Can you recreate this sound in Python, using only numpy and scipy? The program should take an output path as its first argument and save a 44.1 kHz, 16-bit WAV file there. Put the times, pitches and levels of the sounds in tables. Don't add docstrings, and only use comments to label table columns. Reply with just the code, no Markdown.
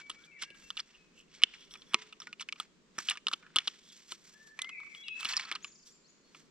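import sys
import numpy as np
from scipy import signal
from scipy.fft import rfft, irfft
from scipy.io import wavfile

SR = 44100
rng = np.random.default_rng(int(sys.argv[2]) if len(sys.argv) > 2 else 0)


def volts(x):
    e = np.asarray(x, float) / 20
    return 10 ** e


def transcribe(u):
    v = np.clip(np.atleast_2d(u).T, -1, 1)
    q = np.round(v * 32767).astype(np.int16)
    wavfile.write(sys.argv[1], SR, q)


N = 286650

# (time [s], stick peak [dB], stick ring [Hz], hollow part [dB re stick], bright part [dB re stick])
CLICKS = [(0.0974, -34.5, 3000, 1.5, 4), (0.1011, -24, 3350, -21, -35), (0.1135, -37.5, 3140, -10, -12),
          (0.4233, -28, 1800, -31, 0), (0.435, -25, 3070, -15.5, -17), (0.5033, -39.5, 2760, -24, -13),
          (0.546, -48.5, 3200, -8, -10), (0.704, -23, 3290, -10, -36), (0.7697, -30.5, 3570, -5.5, -20),
          (0.7742, -26, 2880, -28, -36), (0.796, -24.5, 3330, -35, -35), (0.8019, -24, 4750, -19, -15),
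          (1.419, -31, 2330, -11, -15), (1.4251, -31.5, 3010, -10, -21), (1.4363, -0.5, 3064, -42, -43),
          (1.5382, -37, 2520, -17, -27), (1.7103, -40, 3380, -19, -32.5), (1.738, -37, 3280, -14, -10),
          (1.7541, -41.5, 2250, -5.5, -31), (1.819, -42.5, 3290, -19, -25),
          (1.9362, -27.5, 2950, -1.5, -7.5), (1.9443, -5, 2490, -5.5, -41),
          (2.1263, -37.5, 2670, -7.5, -27.5), (2.202, -33.5, 5360, -6.5, -32),
          (2.2185, -38, 3300, -3.5, -35), (2.271, -32.5, 1880, -7, -36), (2.3284, -30, 2540, -11.5, -39.5),
          (2.3969, -34, 2700, -17, -20.5), (2.4089, -30.5, 3440, -4, -27), (2.422, -34.5, 3180, -9, -18),
          (2.4883, -27, 2310, -22, -33.5), (2.5251, -21.5, 2720, -17, -33.5),
          (2.5587, -47, 2610, -4, -30.5), (2.6, -21, 3056, -6, -3), (2.9828, -29.5, 1800, -2.5, -0.5),
          (2.9874, -19.5, 5580, -5, -12), (3.0873, -15, 2950, -27, -30), (3.091, -20.5, 2900, -32, -30),
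          (3.0984, -17, 3600, -32, 3), (3.109, -19, 2730, -10, -13), (3.1545, -42, 2840, 3, -20),
          (3.1727, -31.5, 2300, -11.5, -40), (3.2689, -14.5, 3010, -12, -37),
          (3.284, -16.5, 3430, -9.5, -25), (3.3145, -39.5, 2940, 8.5, -21), (3.329, -31.5, 2820, -4, -26.5),
          (3.334, -21, 3040, -5.5, -22), (3.3362, -15.5, 3190, -10, -24.5), (3.427, -50.5, 2000, -3, -40),
          (3.465, -54, 2400, -1, -40.5), (3.5602, -14, 2890, -6, 2.5), (3.565, -11.5, 3130, -12, -17),
          (3.5704, -24.5, 3270, -5, -20), (3.5861, -9.5, 3230, -30, -23), (3.6042, -37.5, 2690, -10, -16),
          (3.6745, -20.5, 3780, -6.5, -22), (3.6791, -16, 3020, -15.5, -46), (4.1206, -25, 3070, -8, -6),
          (4.5908, -27, 2090, -5, -47), (4.6185, -22, 3390, -24, 0), (4.645, -34, 2940, -7, -30),
          (4.6925, -33.5, 2820, -5, -38), (4.8008, -49, 2100, 6.5, -34), (4.833, -51, 2100, 3.5, -30),
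          (4.865, -55, 2100, 3.5, -28), (4.9488, -33.5, 2730, -15, -19.5), (5.0828, -29, 2970, -22, -20),
          (5.207, -31, 3400, -8, -0.5), (5.23, -26.5, 2530, -7.5, -17), (5.248, -24.5, 3620, -8, -3),
          (5.2541, -19, 2740, -30, -33), (5.2623, -30, 3820, -9.5, -19.5), (5.289, -26.5, 4390, -13, -4),
          (5.304, -31, 2700, -9, -19.5), (5.3242, -25.5, 4350, -12, -34), (5.3348, -25, 2650, -12, -30),
          (5.3675, -14, 5100, -20, -44), (5.374, -17, 4470, -11.5, -39), (5.3966, -24.5, 2140, -7, -32),
          (5.4107, -30.5, 4300, -18, -22), (5.452, -35, 4170, -5, -28), (5.5149, -22.5, 1870, -3.5, -35.5),
          (5.5241, -24, 3140, -9, -26.5), (5.5523, -29, 4300, -6, -21.5), (5.5566, -27, 2720, -4, -35),
          (5.6456, -26, 2600, -5.5, -30), (6.3476, -42, 2280, -2.5, -26.5)]
CLICK_T60_MS, MIDDLE_CLICK_DB, SHORTENING_PER_DB = 22, -24, 0.0278
HOLLOW_HZ, HOLLOW_WIDTH_HZ = 1280, 250
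GROUND_DELAY_S, GROUND_DB = .0017, -15.5
# (frequency [Hz], gain [dB], t60 after a click [s])
STICK_MODES = [(1900, -4, .03), (2230, -1, .04), (2770, 0, .03), (3050, 0, .025), (3400, -1, .03),
               (4350, -6, .025), (5600, -8, .025)]
# (frequency [Hz], gain [dB], t60 [s])
CROSSBAR_MODES = [(1157, -3.5, 0.05), (1315, 5, 0.034)]

# (time [s], strength [dB])
KNOCKS = [(.1, -57.5), (.425, -60.5), (.506, -56), (1.436, -47), (1.943, -36.5), (2.983, -46.5),
          (3.088, -59.5), (3.269, -54.5), (3.335, -52), (3.561, -47), (3.677, -54.5), (4.122, -55.5),
          (5.254, -53.5), (5.367, -61), (5.515, -55)]
# (frequency [Hz], gain [dB re strength], t60 [s])
FRAME_MODES = [(110, -9, 0.023), (228, -0.5, 0.049), (350, 2, 0.051), (567, 2.5, .02)]
# (time [s], level [dB], frequency [Hz], t60 [s])
TWANGS = [(1.945, -59, 431, 1), (1.945, -53.5, 990, 0.34), (1.945, -51, 2130, 0.27),
          (2.271, -48, 1450, 0.15), (5.335, -40, 1800, 0.13), (5.326, -48, 1040, 0.28),
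          (5.397, -52, 1050, 0.25), (5.453, -51.5, 1300, 0.46), (3.11, -46.5, 1200, 0.19)]

# (time of top [s], length [s], top level [dB], hollow part [dB re level], bright part [dB re level])
STROKES = [(0.004, 0.041, -52.5, 0.5, -6), (0.124, 0.18, -62, -1.5, -7.5), (0.245, 0.097, -68, -4, 0.5),
           (0.426, 0.058, -41.5, -12, -11), (0.565, 0.061, -78, 8, -1), (0.647, 0.27, -65, -7, 3.5),
           (.795, 0.033, -47, 0, -17), (0.915, 0.6, -72, -1, -6.5), (1.196, 0.11, -76, -5, 10),
           (1.351, 0.075, -58.5, -26, -8), (1.437, 0.17, -64.5, 3, -15), (1.545, 0.064, -56.5, -8, -16.5),
           (1.621, .13, -58, -28, -17.5), (1.743, 0.079, -65, 8, -15), (1.833, .14, -65, -14, -14),
           (1.937, 0.062, -66, 18.5, -6.5), (2.02, 0.18, -56.5, -8, -12), (2.241, .16, -61.5, -8, -8),
           (2.412, 0.037, -41.5, -13.5, -16), (2.605, 0.089, -60, 6, 1), (2.999, 0.068, -63, 11, 7.5),
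           (3.051, .14, -54, -15.5, 0), (3.115, 0.069, -45.5, 2.5, -8), (3.319, 0.12, -67, 9, 9.5),
           (3.582, 0.088, -62, 14, -16.5), (3.657, 0.18, -54.5, -17, -12), (3.743, 0.065, -57.5, -7, -10),
           (3.931, 0.35, -60.5, -21.5, 1.5), (4.119, 0.056, -50, -21.5, 0), (4.27, 0.47, -69.5, -1.5, 8),
           (4.473, .09, -80.5, 9, 18.5), (4.626, 0.12, -64, 3, -13), (4.966, 0.39, -73, 0.5, 8.5),
           (5.203, .07, -55.5, -8.5, -2), (5.287, 0.19, -49, 4.5, 1.5), (5.341, 0.17, -50, -3.5, -15),
           (5.402, .16, -49, -3, -25), (5.477, 0.091, -57, 2, -21), (5.534, 0.072, -62.5, 15.5, -15),
           (5.639, 0.28, -63.5, -11, -9.5), (5.883, .09, -85, 11, 29.5), (6.098, 0.18, -83, -7, -13),
           (6.36, 0.27, -70.5, -2.5, 4.5)]
STROKE_FADE_DB, RISE_SHARE = 19, 0.46
# (frequency [Hz], density [dB per Hz])
RUB_COLOUR = [(410, -38.5), (700, -13), (958, -15), (1330, -10.5), (1540, -8.5), (2300, -6), (2920, -5.5),
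              (3320, -5), (4490, -5.5), (5610, -11.5), (6920, -7), (7890, -14), (9480, -27.5), (12500, -28),
              (16000, -40)]
TICKS_PER_S, TICK_DB = 60, 2

# (time [s], level [dB])
CREAK = [(1.57, -73), (1.62, -64.5), (1.69, -74), (1.72, -52), (1.77, -71.5), (1.82, -65), (1.85, -75),
         (1.93, -63)]
# (frequency [Hz], width [Hz], gain [dB])
CORD_MODES = [(1370, 26, -8.5), (2260, 150, -15), (3380, 43, 1), (5600, 360, 2), (7890, 200, -12)]
# (middle time [s], level [dB], centre [Hz], span, 0.84 of it sounding [s])
SCUFFS = [(0.243, -60, 3400, 0.038), (0.952, -58.5, 2780, 0.055), (1.194, -62, 2800, 0.17),
          (1.284, -71, 2740, 0.023), (3.455, -57.5, 1490, 0.16), (1.618, -58, 3400, .12),
          (3.91, -61.5, 3440, 0.24), (4.482, -69.5, 4500, 0.092), (5.875, -70.5, 3400, 0.065)]

# (frequency [Hz], gain [dB])
LEFT_SHADOW = [(100, -1.2), (800, -2.2), (2500, -.3), (5500, -.6), (7000, -7), (8500, -7), (12000, -13)]
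# (frequency [Hz], phase lag [rad])
LEFT_LAG = [(1, 0), (700, .2), (1500, .42), (3000, .85), (6000, 1.6), (7000, 2.6), (8200, 1.2),
            (16000, 1.8)]

# (level [dB], pitch line of (time [s], frequency [Hz]))
FLUTE = [(-57.5, [(0, 2287), (.1, 2276)]), (-70, [(.17, 1334), (.21, 1457), (.245, 1690), (.26, 1690)]),
         (-62, [(.255, 2260), (.27, 2404), (.335, 2145), (.36, 2150), (.41, 1610)]), (-62.5, [(.315, 2640),
         (.34, 2610)]), (-58.5, [(.33, 2286), (.415, 2280)]), (-61.5, [(.385, 2830), (.455, 2690)]),
         (-67, [(.43, 1532), (.48, 1666), (.56, 1600)]), (-65.5, [(.62, 2720), (.7, 2670)]),
         (-72.5, [(.96, 2573), (1.08, 2517)]), (-61.5, [(4.325, 1572), (4.35, 1720), (4.45, 1776),
         (4.5, 1716), (4.55, 1780)]), (-49, [(4.6, 2050), (4.64, 2038), (4.685, 2173), (4.7, 2130)]),
         (-49.5, [(4.7, 2474), (4.725, 2598), (4.75, 2354), (4.8, 2240), (4.87, 2260)]),
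         (-56.5, [(4.92, 2140), (4.95, 2080)]), (-55, [(4.955, 3280), (5.03, 3384), (5.04, 3890),
         (5.06, 3900)]), (-46.5, [(5.035, 2640), (5.045, 2897), (5.09, 2563), (5.14, 2573), (5.19, 2650),
         (5.22, 2580)])]
# (level [dB], pitch line of (time [s], frequency [Hz]))
THIN = [(-56, [(5.617, 5600), (5.635, 6865), (5.652, 7260), (5.672, 7180), (5.7, 5760)]),
        (-68, [(5.9, 6270), (5.932, 7450), (5.985, 7190), (5.992, 6600)]), (-67, [(6.035, 3850),
        (6.065, 4580), (6.088, 6640), (6.125, 7000)]), (-73.5, [(6.225, 4100), (6.25, 4397), (6.32, 4350)])]
# (time from note start [s], frequency [Hz])
TRILL_LINE = [(0, 6880), (.008, 5470), (0.017, 4500), (0.022, 4410)]
TRILL_DB, TRILL_START_S, TRILL_STEP_S, TRILL_NOTES = -64, 5.712, .0365, 5
NOTE_RISE, NOTE_FALL = 0.18, 0.22
TREES_T60_S = 0.88

# (frequency [Hz], density [dB per Hz])
WOOD_COLOUR = [(20, -17.5), (55, -14.5), (110, -18.5), (165, 0), (225, -1.5), (290, -5.5), (400, -6),
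               (570, -15), (780, -23), (1050, -15.5), (2500, -17.5), (7700, -22), (8900, -36.5),
               (16000, -56.5)]
WOOD_DB = -67
# (frequency [Hz], correlation [0 to 1])
LIKENESS = [(60, 0.39), (600, 0.62), (1400, 0.1), (3000, .1), (7000, 0.012)]
# (time [s], level [dB])
BREEZE = [(0.0, -87), (0.03, -79.5), (1.83, -80.5), (2.39, -97), (3.04, -82), (3.08, -88), (4.96, -85.5),
          (5.36, -75), (5.47, -87), (6.5, -92)]


def clicks():
    out, t_s = np.zeros(N + 3000), np.arange(3000) / SR
    scratches = rng.standard_normal((len(CLICKS), len(t_s)))
    for (s, db, hz, hollow_db, bright_db), scratch in zip(CLICKS, scratches):
        t60_ms = CLICK_T60_MS * np.exp(-SHORTENING_PER_DB * (db - MIDDLE_CLICK_DB))
        faint_tail = volts(-38.0 - 60 * t_s / 0.027)
        dying = volts(-60000 * t_s / max(t60_ms, 2)) + faint_tail
        scratchy = min(t60_ms / 22, 1)
        snap = 5.1 * (t_s == t_s[8])
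        push = scratchy * scratch * dying * np.minimum(t_s / 0.00013, 1) + snap
        stick = resonance(resonance(push, hz, 800), hz, 1300)
        stick = stick + .14 * cut(push, "band", [1600, 5500])
        hollow = resonance(push, HOLLOW_HZ, HOLLOW_WIDTH_HZ)
        bright = cut(push, "band", [5600, 9500])
        start = round(s * SR) - 12
        for part, part_db in [(stick, 0), (hollow, hollow_db), (bright, bright_db)]:
            out[start:start + len(t_s)] += volts(db + part_db) * part / np.abs(part).max()
    out = cut(cut(out[:N], "low", 9000), "high", 850, order=3)
    out = out + volts(GROUND_DB) * np.roll(out, round(GROUND_DELAY_S * SR))
    hollow_blows = [(s, db + hollow_db) for s, db, hz, hollow_db, bright_db in CLICKS]
    sticks = struck(CLICKS, STICK_MODES, coupling_db=-32, spread_db=3)
    crossbar = struck(hollow_blows, CROSSBAR_MODES, coupling_db=-23, spread_db=2.5)
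    return out + sticks + crossbar


def knocks():
    out = cut(struck(KNOCKS, FRAME_MODES, coupling_db=0, spread_db=2), "high", 100)
    for s, db, hz, t60_s in TWANGS:
        blow = volts(db) * (np.arange(N) == round(s * SR))
        out = out + ring(blow, hz, t60_s)
    return out


def struck(events, modes, coupling_db, spread_db):
    rows, out = np.array(events), np.zeros(N)
    places = np.round(rows[:, 0] * SR).astype(int)
    chance = rng.normal(0, 1, (len(rows), len(modes)))
    signs = rng.choice([-1, 1], chance.shape)
    for k, (hz, db, t60_s) in enumerate(modes):
        blows = np.zeros(N)
        strength_db = rows[:, 1] + db + coupling_db + spread_db * chance[:, k]
        blows[places] = signs[:, k] * volts(strength_db)
        out += ring(blows, hz, t60_s)
    return out


def ring(blows, hz, t60_s):
    r, w = volts(-60 / (t60_s * SR)), 2 * np.pi * hz / SR
    return signal.lfilter([0, np.sin(w)], [1, -2 * r * np.cos(w), r * r], blows + 1e-18)


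def rubbing():
    middle_gain, hollow_gain, bright_gain = strokes()
    friction = grains(share=0.0087, size_db=2.0, clump_db=3.5)
    cord = sum(1.2 * volts(db) * resonance(friction, hz, width_hz) for hz, width_hz, db in CORD_MODES)
    friction = friction + cord
    middle = rms_one(coloured(friction, RUB_COLOUR, 1700, 6800))
    hollow = rms_one(coloured(friction, RUB_COLOUR, 900, 1700))
    bright = rms_one(coloured(friction, RUB_COLOUR, 6800))
    out = middle_gain * volts(1.5 * drift(12)) * middle
    out += hollow_gain * volts(1.5 * drift(20)) * hollow
    out += bright_gain * volts(1.5 * drift(20)) * bright
    ticking = rng.random(N) < TICKS_PER_S / SR
    ticks = ticking * rng.standard_normal(N) * middle_gain * volts(TICK_DB)
    rung = sum(volts(db) * ring(ticks, hz, t60_s / 3) for hz, db, t60_s in STICK_MODES)
    return out + cut(rung, "high", 900, order=3)


def strokes():
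    t_s, gains = np.arange(0, N, 32) / SR, 0
    for s, length_s, db, hollow_db, bright_db in STROKES:
        away = np.maximum((s - t_s) / RISE_SHARE, (t_s - s) / (1 - RISE_SHARE)) / max(length_s, .02)
        tops_db = np.array([[db], [db + hollow_db], [db + bright_db]])
        gains = gains + volts(tops_db - STROKE_FADE_DB * np.minimum(away, 4))
    return [np.interp(np.arange(N) / SR, t_s, gain) for gain in gains]


def grains(share, size_db, clump_db):
    grain_db = size_db * np.minimum(rng.exponential(1, N), 4)
    sizes = volts(grain_db * (rng.random(N) < share))
    return rng.standard_normal(N) * sizes * volts(clump_db * drift(40.2))


def creak():
    slips = grains(share=0.0075, size_db=10.0, clump_db=2)
    t_s = np.arange(N) / SR
    sounding = (t_s > CREAK[0][0]) & (t_s < CREAK[-1][0])
    rung = sum(volts(db) * rms_one(resonance(slips, hz, width_hz)) for hz, width_hz, db in CORD_MODES)
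    return volts(in_time(CREAK)[0]) * sounding * rung


def scuffs():
    friction, out = grains(share=0.012, size_db=9.0, clump_db=0.0), np.zeros(N)
    for s, db, hz, span_s in SCUFFS:
        swell = np.hanning(round(0.84 * span_s * SR))
        start = round(s * SR) - len(swell) // 2
        stop = start + len(swell)
        piece = resonance(resonance(friction[start:stop], hz, 520), hz, 480)
        out[start:stop] += volts(db) * swell * rms_one(piece)
    return out


def near(x):
    hz = np.fft.rfftfreq(N, 1 / SR)
    lag = np.exp(-1j * at_hz(LEFT_LAG, hz))
    left = irfft(rfft(x) * volts(at_hz(LEFT_SHADOW, hz)) * lag, N)
    return np.array([left, x])


def song(notes, flutter_db):
    out = np.zeros(N)
    flutter = volts(flutter_db * drift(60))
    for db, line in notes:
        s, hz = np.transpose(line)
        span = np.arange(round(s[0] * SR), round(s[-1] * SR))
        phase = 2 * np.pi * np.cumsum(np.interp(span / SR, s, hz)) / SR
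        along = np.linspace(0, 1, len(span))
        edges = np.clip(np.minimum(along / NOTE_RISE, (1 - along) / NOTE_FALL), 0, 1)
        whistle = np.sin(phase) + 0.017 * np.sin(2 * phase)
        out[span] += np.sqrt(2) * volts(db) * edges * whistle
    return out * flutter


def trees(x):
    t_s = np.arange(SR) / SR
    tail = rng.standard_normal((2, SR)) * volts(-60 * t_s / TREES_T60_S) * np.minimum(t_s / 0.031, 1)
    tail = cut(tail, "band", [500, 8000])
    tail = tail / np.sqrt(np.sum(tail ** 2, axis=1, keepdims=True))
    return signal.fftconvolve(x[None], tail, axes=1)[:, :N]


def background():
    mid, side = rfft(rng.standard_normal((2, N)))
    alike = np.clip(at_hz(LIKENESS, np.fft.rfftfreq(N, 1 / SR)), 0, 1)
    white = irfft(np.sqrt(1 + alike) * mid + np.sqrt(1 - alike) * side * [[1], [-1]], N)
    rumble = coloured(white, WOOD_COLOUR, 1, 700) * volts(1.5 * drift(2.5))
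    leaves = coloured(white, WOOD_COLOUR, 700) * volts(drift(1.5))
    wind = rng.standard_normal(N) + .5 * rng.standard_normal((2, N))
    wind = rms_one(cut(wind, "band", [15, 45])) * volts(in_time(BREEZE)[0] + 3 * drift(7.0))
    return volts(WOOD_DB) * rms_one(rumble + leaves) * volts([[.1], [-.1]]) + wind


def in_time(rows):
    s, *columns = np.transpose(rows)
    return [np.interp(np.arange(N) / SR, s, column) for column in columns]


def at_hz(points, hz):
    point_hz, values = np.array(points).T
    return np.interp(np.log(hz + 1), np.log(point_hz), values)


def rms_one(x):
    return x / np.sqrt(np.mean(x ** 2) + 1e-20)


def drift(rate_hz):
    r = np.exp(-80 * np.pi * rate_hz / SR)
    noise = rng.standard_normal(N // 40 + 2002)
    slow = signal.lfilter([1], [1, -2 * r, r * r], noise)[2000:]
    return np.interp(np.arange(N) / 40, np.arange(len(slow)), rms_one(slow))


def resonance(x, hz, width_hz):
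    r = np.exp(-np.pi * width_hz / SR)
    poles = [1, -2 * r * np.cos(2 * np.pi * hz / SR), r * r]
    return signal.lfilter([(1 - r * r) / 2, 0, (r * r - 1) / 2], poles, x)


def cut(x, kind, hz, order=2):
    return signal.sosfilt(signal.butter(order, hz, kind, fs=SR, output="sos"), x)


def coloured(x, spectrum, low_hz=1, high_hz=SR):
    hz = np.fft.rfftfreq(N, 1 / SR) + 1
    between = 1 / np.sqrt((1 + (low_hz / hz) ** 6) * (1 + (hz / high_hz) ** 6))
    return irfft(rfft(x) * volts(at_hz(spectrum, hz)) * between, N)


def scene():
    saw = clicks() + knocks()
    flute = song(FLUTE, flutter_db=2.2)
    trill = []
    for k in range(TRILL_NOTES):
        start_s = TRILL_START_S + k * TRILL_STEP_S
        trill.append((TRILL_DB, [(s + start_s, hz) for s, hz in TRILL_LINE]))
    thin = song(THIN + trill, flutter_db=2.5)
    birds = flute * volts([[2.5], [-4]]) + thin * volts([[1.5], [-2.5]])
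    echoes = trees(volts(-37.5) * saw + volts(-5.0) * flute + volts(-5.0) * thin)
    return near(saw + rubbing() + creak() + scuffs()) + birds + echoes + background()


def band_limit(x):
    return signal.sosfilt(signal.butter(12, 16490, fs=SR, output="sos"), x)


def record(dry):
    top = signal.cheby2(10, 50, 16200, fs=SR, output="sos")
    return band_limit(signal.sosfilt(top, dry))


dry = scene()
out = record(dry)
transcribe(out)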